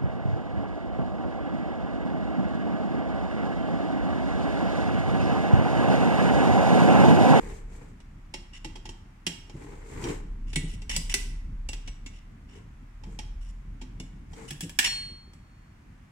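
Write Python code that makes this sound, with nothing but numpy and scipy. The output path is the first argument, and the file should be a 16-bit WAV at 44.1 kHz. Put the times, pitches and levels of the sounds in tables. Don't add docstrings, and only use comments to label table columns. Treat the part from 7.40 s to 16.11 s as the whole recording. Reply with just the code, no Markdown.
import sys
import numpy as np
from scipy import signal
from scipy.fft import rfft, irfft, next_fast_len
from scipy.io import wavfile

SR = 44100
rng = np.random.default_rng(int(sys.argv[2]) if len(sys.argv) > 2 else 0)


def waveform_to_disk(signal):
    frames = np.transpose(np.atleast_2d(signal))
    scaled = np.clip(frames, -1, 1) * 32767
    samples = np.round(scaled).astype(np.int16)
    wavfile.write(sys.argv[1], SR, samples)


N = 384111
TIME = np.arange(N) / SR

# t/s, level/dB
DRONE_LEVEL = [(0.0, -43), (0.09, -37.5), (0.65, -50), (1.4, -43.5), (1.82, -53.5), (3.0, -35), (4.24, -33),
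               (5.14, -52), (5.91, -36), (6.83, -46), (8.63, -58.5), (8.7, -71.5)]
# t/s, f/Hz
DRONE_GLIDE = [(0, 31), (3.9, 33.2), (4.6, 33.85), (5.6, 38.09), (8.7, 40)]
# f/Hz, level/dB
RUMBLE_SPECTRUM = [(55, 1.5), (100, -2.5), (160, -5.0), (260, -11.5), (400, -25.5)]
# f/Hz, level/dB
AIR_SPECTRUM = [(50, -8), (160, -14), (280, -19.5), (450, -34.5), (1000, -28.5), (2200, -32.5),
                (4000, -45.5), (7000, -46.5), (15500, -59.5)]
# middle t/s, half length/s (one sigma), level/dB
HAND_STROKES = [(0.056, 0.086, -44.5), (0.392, 0.072, -53), (2.286, 0.1, -49.5), (2.578, 0.077, -45.5),
                (2.688, 0.048, -35.5), (5.168, 0.034, -56), (5.71, 0.046, -58), (7.013, 0.053, -46.5)]
# f/Hz, level/dB
DRAG_SPECTRUM = [(65, 3.5), (130, 3.5), (230, -1.5), (310, -4.5), (470, -11), (600, -21), (900, -9),
                 (1300, -18), (2200, -14.5), (3500, -34), (5000, -45)]
# f/Hz, level/dB
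SKIN_SPECTRUM = [(2000, -5.5), (3500, -5), (5500, -4.5), (7600, 3.5), (10000, -10), (15000, -21)]
# f/Hz, level/dB
STAND_MODES = [(299, -3.5), (350, -9.5), (402, -1), (448, -3.5)]
# t/s, level/dB, contact time/s
SCREW_TAPS = [(0.601, -62.5, 0.0028), (3.129, -45.5, .005), (3.157, -30, 0.0027), (3.417, -53, 0.0034),
              (3.494, -40, 0.001), (3.563, -34, 0.00047), (3.74, -27, 0.00084), (4.287, -39, 0.0024),
              (4.33, -43, 0.0027), (4.474, -47, .0045), (4.661, -47.5, 0.0025), (6.599, -47, .0014)]
# f/Hz, level/dB, t60/s
BURNER_MODES = [(415, -12.5, 0.54), (882, -18.5, 0.069), (1978, -3.5, 0.12), (2205, -6, 0.14),
                (2750, 0, 0.1), (2928, 1, 0.093), (3490, -10.5, 0.15), (4940, -8.5, 0.073), (5540, 1, 0.05),
                (5800, -4.5, 0.14), (7100, -21, .1), (7030, 0, 0.084), (7770, -13.5, 0.3),
                (7870, -5, 0.099), (8910, -4, 0.091), (9300, -12, 0.14)]
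# f/Hz, level/dB
CLATTER_SPECTRUM = [(200, 19), (400, 3.5), (620, -6), (880, 1), (1300, -13), (2000, -1.5), (2800, 4.5),
                    (4200, -6), (5500, -3), (6400, -4.5), (8500, -5.5), (11000, -10.5), (15500, -13.5)]
# t/s, level/dB, contact time/s
BOWL_KNOCKS = [(0.938, -39.5, 0.0038), (1.244, -42.5, 0.0046), (1.354, -49, 0.006), (1.453, -48, 0.0041),
               (1.49, -47, 0.0018), (1.865, -29.5, 0.0025), (2.095, -56, 0.0019), (2.639, -43, 0.0018),
               (2.684, -47, 0.0046), (5.635, -56.5, 0.0026), (5.788, -43, 0.0022), (6.412, -50.5, 0.0066),
               (6.932, -57.5, .0012)]
# f/Hz, level/dB, t60/s
BOWL_MODES = [(349.6, -9, 0.3), (871, 0.5, 0.063), (1930, -11.5, 0.19), (2270, -9, 0.075),
              (2810, 2.5, 0.045), (3210, -12, 0.17), (3182, 4, 0.063), (3860, -13, 0.06),
              (4600, -17, 0.037), (5330, 0.5, 0.045), (5460, -40, 0.088), (5570, -5, 0.11),
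              (6930, -6.5, 0.072), (7600, -11, 0.12), (8280, -28, 0.068), (9700, -13, 0.063)]
# start t/s, length/s, level/dB, treble/dB (gain above the dull part)
BLADE_SCRAPES = [(1.13, 0.057, -49, -27), (3.069, .06, -57.5, -6), (3.273, .088, -52, 12.5),
                 (3.49, 0.077, -35, -4.5), (3.694, 0.038, -35.5, -3.5), (4.457, .04, -57, -12),
                 (4.729, .07, -59.5, -15), (5.08, .117, -61, -28), (6.003, .115, -62, 15),
                 (7.075, 0.065, -47, 13.5), (7.206, 0.048, -45, 6.5), (7.4, 0.04, -33.5, -2.5),
                 (7.439, 0.043, -24.5, -4)]
# t/s, level/dB, f/Hz
TANK_BUMPS = [(1.247, -31.5, 318), (1.868, -27, 169.4), (2.139, -26, 141), (2.636, -23, 347),
              (2.679, -25, 289.5), (3.16, -19, 157.4), (3.232, -22.5, 158.8), (3.567, -27.5, 166),
              (3.741, -33.5, 395), (5.67, -31.5, 198), (6.416, -36.5, 252), (6.597, -29.5, 181),
              (7.111, -28.5, 147), (7.227, -22.5, 169.8), (7.69, -34, 83), (7.87, -39, 82)]
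# t/s, level/dB, contact time/s
SHAFT_CLINKS = [(7.106, -41.5, 0.00084), (7.207, -42.5, 0.00035), (7.294, -48, 0.00058),
                (7.388, -20.5, 0.00098), (7.934, -64.5, 0.00053)]
# f/Hz, level/dB, t60/s
SHAFT_MODES = [(778, 2, 0.064), (1700, 4.5, 0.044), (1820, -10.5, 0.19), (2340, -6.5, .15),
               (2830, -16, 0.14), (3340, 3, 0.07), (5370, -4, .08), (7680, -6, 0.29), (9160, -5.5, 0.15),
               (11860, -8.5, 0.029)]
# f/Hz, level/dB, t60/s
TOOL_MODES = [(1821, -34, 0.34), (2180, -38, 0.52), (2970, -41.5, 0.44), (3180, -29.5, 0.58),
              (4307, -19, 0.7), (4306, -45, 1.4), (5114, -44, .4), (5560, -12, 0.19), (6901, -38, 0.44),
              (7400, -31, 0.29), (8631, -29.5, 0.48)]
# f/Hz, t60/s
ROOM_DECAY = [(150, 0.79), (800, 0.7), (2500, 0.53), (6000, 0.5), (10000, 0.37), (15000, 0.43)]

USUAL_BLOW_DB = -45.5
BODY_FOLLOWS = 0.54
SNAP_DB_S = 0.0048
MIN_CONTACT_S = 0.0004
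BUMP_T60_S = 0.15
SCRAPE_FADE = 0.23
USUAL_STROKE_DB = -47.5
SKIN_FOLLOWS = 1
RUMBLE_FOLLOWS = 0.31
TOOL_STRUCK_S = 7.445
CUTOFF_HZ = 16000


def from_db(db):
    return 10 ** (np.asarray(db) / 20)


def rms_one(x):
    return x / np.sqrt(np.mean(x ** 2) + 1e-20)


def dying(t, t60):
    return from_db(-60 * t / max(t60, .002))


def at_hz(points, hz):
    f, value = np.transpose(points)
    return np.interp(np.log(np.maximum(hz, 1)), np.log(f), value)


def band(x, hz, kind, order=2):
    return signal.sosfilt(signal.butter(order, hz, kind, fs=SR, output="sos"), x)


def add(track, s, sound):
    i = max(int(s * SR), 0)
    track[:, i:i + sound.shape[-1]] += sound[..., :N - i]


def pan(right_db):
    return from_db([[-right_db], [right_db]])


def colour(x, spectrum):
    size = next_fast_len(x.shape[-1])
    hz = np.arange(size // 2 + 1) * SR / size + 0.0012
    low_end = 1 + (.8 * spectrum[0][0] / hz) ** 6
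    high_end = 1 + (.8 * hz / spectrum[-1][0]) ** 6
    gain = from_db(at_hz(spectrum, hz)) / low_end / high_end
    return rms_one(irfft(rfft(x, size) * gain, size)[..., :x.shape[-1]])


def stereo_noise(size, apart_hz=420):
    mid, side = rng.standard_normal((2, size))
    return rms_one(mid + band(side, apart_hz, "high") * [[1], [-1]])


def grit(size, rough_db, per_s):
    knots = np.arange(size) * per_s / SR
    steps = np.clip(rng.standard_normal(N), -2.5, 2.5)
    return rms_one(from_db(rough_db * np.interp(knots, np.arange(N), steps)))


def background(drone_db=-1.0, rumble_db=-50, air_db=-57.0, overtone_db=-17):
    level_db = np.interp(TIME, *np.transpose(DRONE_LEVEL))
    pitch = np.interp(TIME, *np.transpose(DRONE_GLIDE)) * grit(N, rough_db=0.37, per_s=23)
    phase = 2 * np.pi * np.cumsum(pitch) / SR
    overtones = np.sin(2 * phase) + 0.54 * np.sin(3 * phase)
    tone = rms_one(np.sin(phase) + from_db(overtone_db) * overtones)
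    throb = rms_one(band(rng.standard_normal(N), [22, 50], "band"))
    drone = (tone + 0.56 * throb) * from_db(drone_db + level_db)
    rumble = colour(stereo_noise(N), RUMBLE_SPECTRUM) * grit(N, rough_db=4.0, per_s=14)
    rumble = rumble * from_db(rumble_db + RUMBLE_FOLLOWS * (level_db - level_db.mean()))
    return drone + rumble + from_db(air_db) * colour(stereo_noise(N), AIR_SPECTRUM)


def resonate(x, modes, sharpness):
    return rms_one(sum(from_db(db) * signal.lfilter(*signal.iirpeak(hz, hz / sharpness, fs=SR), x)
                       for hz, db, *_ in modes))


def handling(drag_db=0, skin_db=-57.5, stand_db=-3):
    judder = stereo_noise(N) * grit(N, rough_db=3.0, per_s=170)
    hum = resonate(judder, STAND_MODES, sharpness=14)
    drag = colour(judder, DRAG_SPECTRUM) + from_db(stand_db) * hum
    rub = stereo_noise(N) * grit(N, rough_db=1.5, per_s=310) * grit(N, rough_db=3.0, per_s=30)
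    skin = colour(rub, SKIN_SPECTRUM)
    out = np.zeros((2, N))
    for s, half_s, level_db in HAND_STROKES:
        stroke = np.exp(-((TIME - s) / half_s) ** 2 / 2)
        hiss_db = skin_db + SKIN_FOLLOWS * (level_db - USUAL_STROKE_DB)
        out += stroke * (drag * from_db(drag_db + level_db) + skin * from_db(hiss_db))
    return out * pan(-1.1)


def blows(table, modes, ring_db, tone_db, spread_db, wide, contact_t60, top_hz, grip):
    out, t = np.zeros((2, N)), np.arange(SR // 3) / SR
    steel = colour(stereo_noise(N), CLATTER_SPECTRUM)
    first = t < .02
    for s, blow_db, contact_s in table:
        contact_s = max(contact_s, MIN_CONTACT_S)
        body_db = USUAL_BLOW_DB + BODY_FOLLOWS * (blow_db - USUAL_BLOW_DB)
        levels_db = np.add(tone_db, [body_db, blow_db, blow_db + SNAP_DB_S / contact_s])
        start = rng.integers(N - len(t))
        hit = steel[:, start:start + len(t)] * dying(t, contact_t60 + 4 * contact_s)
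        for hz, level_db, t60 in modes:
            side_shift = rng.normal(1.03, 0.72) * min(hz / 800, 1)
            phase = rng.uniform(0, 2 * np.pi) + np.array([[0], [side_shift]])
            pitch = hz * (1 + grip * rng.normal())
            level = from_db(ring_db + level_db + spread_db * rng.normal())
            hit += level * dying(t, t60) * np.sin(2 * np.pi * pitch * t + phase)
        hit = hit * np.minimum(t / contact_s, 1)
        hit = hit - wide * band(hit.mean(0), 3023, "high", order=1)
        hit = band(hit, np.clip(top_hz * from_db((levels_db[2] + 40.5) / 7), 3000, 19000), "low")
        body = band(hit, [250, 1200], "band", order=3)
        middle = band(hit, [1400, 4200], "band", order=3)
        treble = band(hit, 4700, "high", order=3)
        for part, level_db in zip((body, middle, treble), levels_db):
            add(out, s, from_db(level_db) * part / part[:, first].std())
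    return out


def screw_taps():
    return blows(SCREW_TAPS, BURNER_MODES, ring_db=-15.0, tone_db=(-5, 1, -4), spread_db=5,
                 wide=0.18, contact_t60=0.049, top_hz=9050, grip=.004)


def bowl_knocks():
    return blows(BOWL_KNOCKS, BOWL_MODES, ring_db=-9.5, tone_db=(-1.5, 1, -4.5), spread_db=2.5,
                 wide=0.086, contact_t60=0.055, top_hz=7800, grip=.012)


def scrapes(ring_db=0, rough_db=3.5):
    slips = stereo_noise(N) * grit(N, rough_db, per_s=330)
    rings = resonate(slips, BURNER_MODES, sharpness=70)
    steel = band(colour(slips, CLATTER_SPECTRUM) + from_db(ring_db) * rings, [1100, 10500], "band")
    dull = band(steel, 3100, "low", order=1)
    out = np.zeros((2, N))
    for start, length_s, level_db, treble_db in BLADE_SCRAPES:
        i, size = int(start * SR), max(int(length_s * SR), 64)
        stroke = (dull + from_db(treble_db) * (steel - dull))[:, i:i + size]
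        add(out, start, from_db(level_db) * rms_one(stroke) * signal.windows.tukey(size, SCRAPE_FADE))
    return out


def bumps():
    out, t = np.zeros((2, N)), np.arange(SR // 2) / SR
    soft_start = 1 - np.exp(-t / 0.0097)
    for s, level_db, hz in TANK_BUMPS:
        thud = rms_one(band(rng.standard_normal(len(t)), [70, 300], "band", order=3))
        swing = np.sin(2 * np.pi * hz * t) + 0.45 * thud
        add(out, s, from_db(level_db) * swing * dying(t, BUMP_T60_S) * soft_start)
    return out


def shaft_clinks():
    return blows(SHAFT_CLINKS, SHAFT_MODES, ring_db=-12.5, tone_db=(-8, 1, -7.5), spread_db=2,
                 wide=0.17, contact_t60=0.053, top_hz=17000, grip=.0007)


def ringing_tool(swell_s=0.089, sway_hz=3.2, sway=0.11):
    t = np.maximum(TIME - TOOL_STRUCK_S, 0)
    swell = 1 - np.exp(-t / swell_s)
    sides = np.array([[0], [1.4]])
    ring = sum(from_db(db) * dying(t, t60) * np.sin(2 * np.pi * hz * t + sides) for hz, db, t60 in TOOL_MODES)
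    return ring * swell * (1 + sway * np.sin(2 * np.pi * sway_hz * t) * [[1], [-1]])


def room(x):
    t = np.arange(SR * 2 // 3) / SR
    edges = np.geomspace(100, 16000, 11)
    tail = np.zeros((2, len(t)))
    for lo, hi in zip(edges, edges[1:]):
        tail += band(stereo_noise(len(t)), [lo, hi], "band") * dying(t, at_hz(ROOM_DECAY, np.sqrt(lo * hi)))
    tail = tail * (1 - np.exp(-(t / 0.0043) ** 2))
    return signal.fftconvolve(x, rms_one(tail) / np.sqrt(len(t)), axes=-1)[:, :N]


def scene():
    backdrop = background()
    hands = handling() + bumps()
    screwdriver = screw_taps() + scrapes() + shaft_clinks()
    metal = bowl_knocks() * pan(1.3) + screwdriver * pan(.6)
    echoes = from_db(-9.5) * room(metal) + from_db(-12.0) * room(hands)
    return metal + hands + echoes + ringing_tool() + backdrop


def record(dry):
    return signal.sosfilt(signal.ellip(10, .2, 70, CUTOFF_HZ, fs=SR, output="sos"), dry)


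dry = scene()
out = record(dry)
waveform_to_disk(out)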